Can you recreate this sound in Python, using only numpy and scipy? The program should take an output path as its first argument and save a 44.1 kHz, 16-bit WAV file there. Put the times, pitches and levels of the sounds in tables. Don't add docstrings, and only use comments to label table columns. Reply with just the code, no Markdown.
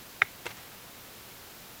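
import sys
import numpy as np
from scipy import signal
from scipy.fft import rfft, irfft
from scipy.io import wavfile

SR = 44100
rng = np.random.default_rng(int(sys.argv[2]) if len(sys.argv) > 2 else 0)


def dump(signal):
    limited = np.clip(np.atleast_2d(signal).T, -1, 1)
    pcm = np.round(limited * 32767).astype(np.int16)
    wavfile.write(sys.argv[1], SR, pcm)


N = 79380
T = np.arange(N) / SR

# start_s, level_db
RIM_CONTACTS = [(.2167, -27), (.2183, -12.5), (.2199, -2.5), (.2213, -8), (.2245, -28)]
# frequency_hz, gain_db
CLACK_SPECTRUM = [(60, -54), (250, -40), (500, -24.5), (1000, -14), (1300, -6.5), (1700, -1), (2150, -1),
                  (2450, -4.5), (2850, -19.5), (3700, -19), (4300, -38.5), (5800, -42), (8000, -54),
                  (16000, -52)]
# pitch_hz, gain_db, t60_s
HORN_MODES = [(397, -20.5, 0.068), (630, -35.5, .035), (814, -33, 0.044), (1310, -21.5, 0.024),
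              (1467, -26, 0.026), (2120, -43, 0.018), (2980, -41, 0.017), (3660, -38.5, 0.018),
              (4680, -48, .02)]
# start_s, level_db
SOIL_THUDS = [(0.222, -46.5), (0.455, -50), (0.475, -44.5), (0.504, -50), (.572, -49)]
# frequency_hz, gain_db
SOIL_SPECTRUM = [(30, -13), (75, 0), (140, 2.5), (230, -12), (400, -16), (1500, -57)]
# start_s, level_db
SOLE_SLAPS = [(.4565, -41), (.4642, -34.5), (.4664, -23.5), (.4681, -45)]
# pitch_hz, gain_db, t60_s
SOLE_MODES = [(962, -13, 0.048), (1480, -7, 0.012), (2104, -7.5, 0.037), (2680, -8.5, 0.021),
              (3280, -18, 0.011)]
# pitch_hz, gain_db, t60_s
CAVITY_MODES = [(367, -29, 0.05), (485, -29.5, .065)]
# start_s, level_db, rise_s, fade_s
GRIT_PUSHES = [(0.2203, -33, 0.0014, 0.0047), (0.455, -36, 0.0018, 0.01), (.464, -37.5, 0.0025, 0.0093),
               (0.489, -48.5, 0.0037, .02), (.502, -43.5, 0.011, .006), (.564, -47, 0.0059, 0.0099),
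               (.582, -53, .003, 0.11)]
# frequency_hz, gain_db
GRAIN_SPECTRUM = [(200, -20), (400, -2), (1000, 1), (2400, 2.5), (3500, -2.5), (5000, -8), (7000, -10),
                  (11000, -21), (16000, -31)]
# start_s, level_db
PEBBLE_SNAPS = [(.4585, -31), (.493, -40), (.5062, -35), (.571, -36), (.913, -42), (1.232, -42)]
# frequency_hz, gain_db
PEBBLE_SPECTRUM = [(300, -18), (1500, -11), (3200, -7), (7000, -2), (12000, -10), (16000, -24)]
# frequency_hz, gain_db
GROUND_SPECTRUM = [(300, -6), (1300, -2), (2100, -9), (5000, -2)]
# frequency_hz, gain_db
YARD_SPECTRUM = [(300, -4), (1500, -9), (1900, -8), (2130, 0.5), (2450, -6), (6000, -2.5)]
# frequency_hz, gain_db
AIR_SPECTRUM = [(20, -6), (45, -4.5), (80, 2), (120, -3), (170, 1), (300, -1), (600, -2.5), (1200, -4),
                (2200, -5.5), (4000, -7), (7000, -11), (9600, -14.5)]
# frequency_hz, gain_db
HISS_SPECTRUM = [(9600, -15.5), (10300, -8.5), (11700, -15), (12600, -12), (13400, -5), (14300, -8.5),
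                 (15000, -9), (16200, -17), (17200, -21)]
# pitch_hz, rms_db
STEADY_TONES = [(117, -66.5), (7560, -71), (15121, -74), (15150, -66), (15734, -73)]


def knock():
    return strikes(RIM_CONTACTS, click(CLACK_SPECTRUM)) + strikes(RIM_CONTACTS, ring(HORN_MODES))


def landing(cavity_start_s=0.456, cavity_rise_s=0.0084):
    slap = strikes(SOLE_SLAPS, ring(SOLE_MODES))
    weight = sum(amp(db) * swell(start_s, rise_s=0.0022, fade_s=0.017) for start_s, db in SOIL_THUDS)
    out = slap + weight * noise(SOIL_SPECTRUM)
    add(out, cavity_start_s, ring(CAVITY_MODES) * np.minimum(T / cavity_rise_s, 1))
    return out


def gravel(grains_per_s=5300, spread_db=3.5):
    sizes = amp(spread_db * np.minimum(rng.exponential(1, N), 3))
    signs = rng.choice([-1, 1], N)
    hits = rng.random(N) < grains_per_s / SR
    crunch = unit_rms(signal.fftconvolve(sizes * signs * hits, click(GRAIN_SPECTRUM))[:N])
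    push = sum(amp(db) * swell(start_s, rise_s, fade_s) for start_s, db, rise_s, fade_s in GRIT_PUSHES)
    return push * crunch + strikes(PEBBLE_SNAPS, click(PEBBLE_SPECTRUM))


def reflections(source, spectrum, level_db, delay_s, t60_s):
    tail = noise(spectrum) * (T > delay_s) * decay(t60_s)
    return amp(level_db) * signal.fftconvolve(source, tail / np.linalg.norm(tail))[:N]


def background(air_db=-48.5, waver_rad=0.2, waver_hz=12):
    air_and_hiss = amp(air_db) * noise(AIR_SPECTRUM + HISS_SPECTRUM)
    tones = np.zeros(N)
    for hz, rms_db in STEADY_TONES:
        phase = 2 * np.pi * hz * T + waver_rad * drift(waver_hz)
        tones += amp(rms_db) * np.sqrt(2) * np.sin(phase)
    return air_and_hiss + tones


def amp(db):
    return 10 ** (np.asarray(db) / 20)


def unit_rms(x):
    return x / np.sqrt(np.mean(x ** 2) + 1e-20)


def gain_at(spectrum, hz):
    frequency_hz, gain_db = np.transpose(spectrum)
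    return amp(np.interp(np.log(hz + 1), np.log(frequency_hz), gain_db))


def noise(spectrum):
    white = rfft(rng.standard_normal(N))
    return unit_rms(irfft(white * gain_at(spectrum, np.fft.rfftfreq(N, 1 / SR)), N))


def drift(cutoff_hz):
    white = rfft(rng.standard_normal(N))
    return unit_rms(irfft(white / (1 + (np.fft.rfftfreq(N, 1 / SR) / cutoff_hz) ** 4), N))


def click(spectrum, size=4096):
    log_gain = np.log(gain_at(spectrum, abs(np.fft.fftfreq(size, 1 / SR))))
    response = np.exp(np.conj(signal.hilbert(log_gain)))
    pulse = np.fft.ifft(response).real[:size // 2]
    return pulse / abs(pulse).max()


def decay(t60_s):
    return np.exp(-np.log(1000) * T / t60_s)


def ring(modes, cutoff_hz=300):
    sines = sum(amp(db) * decay(t60_s) * np.sin(2 * np.pi * hz * T) for hz, db, t60_s in modes)
    return signal.sosfilt(signal.butter(3, cutoff_hz, "high", fs=SR, output="sos"), sines)


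def swell(start_s, rise_s, fade_s):
    age_s = T - start_s
    return np.clip(age_s / rise_s, 0, 1) * np.exp(-np.maximum(age_s - rise_s, 0) / fade_s)


def add(mix, start_s, sound):
    part = mix[round(start_s * SR):][:len(sound)]
    part += sound[:len(part)]


def strikes(events, sound):
    out = np.zeros(N)
    for start_s, db in events:
        add(out, start_s, amp(db) * sound)
    return out


def scene():
    hoof = knock() + landing() + gravel()
    ground = reflections(hoof, GROUND_SPECTRUM, level_db=-14, delay_s=0.0036, t60_s=0.035)
    yard = reflections(hoof, YARD_SPECTRUM, level_db=-25.5, delay_s=0.024, t60_s=0.31)
    return (hoof + ground + yard + background())[None]


def record(dry):
    cutoff_hz = 17200
    lowpass = signal.firwin(511, cutoff_hz, window=("kaiser", 9), fs=SR)
    return signal.oaconvolve(dry, lowpass[None], "same")


dry = scene()
out = record(dry)
dump(out)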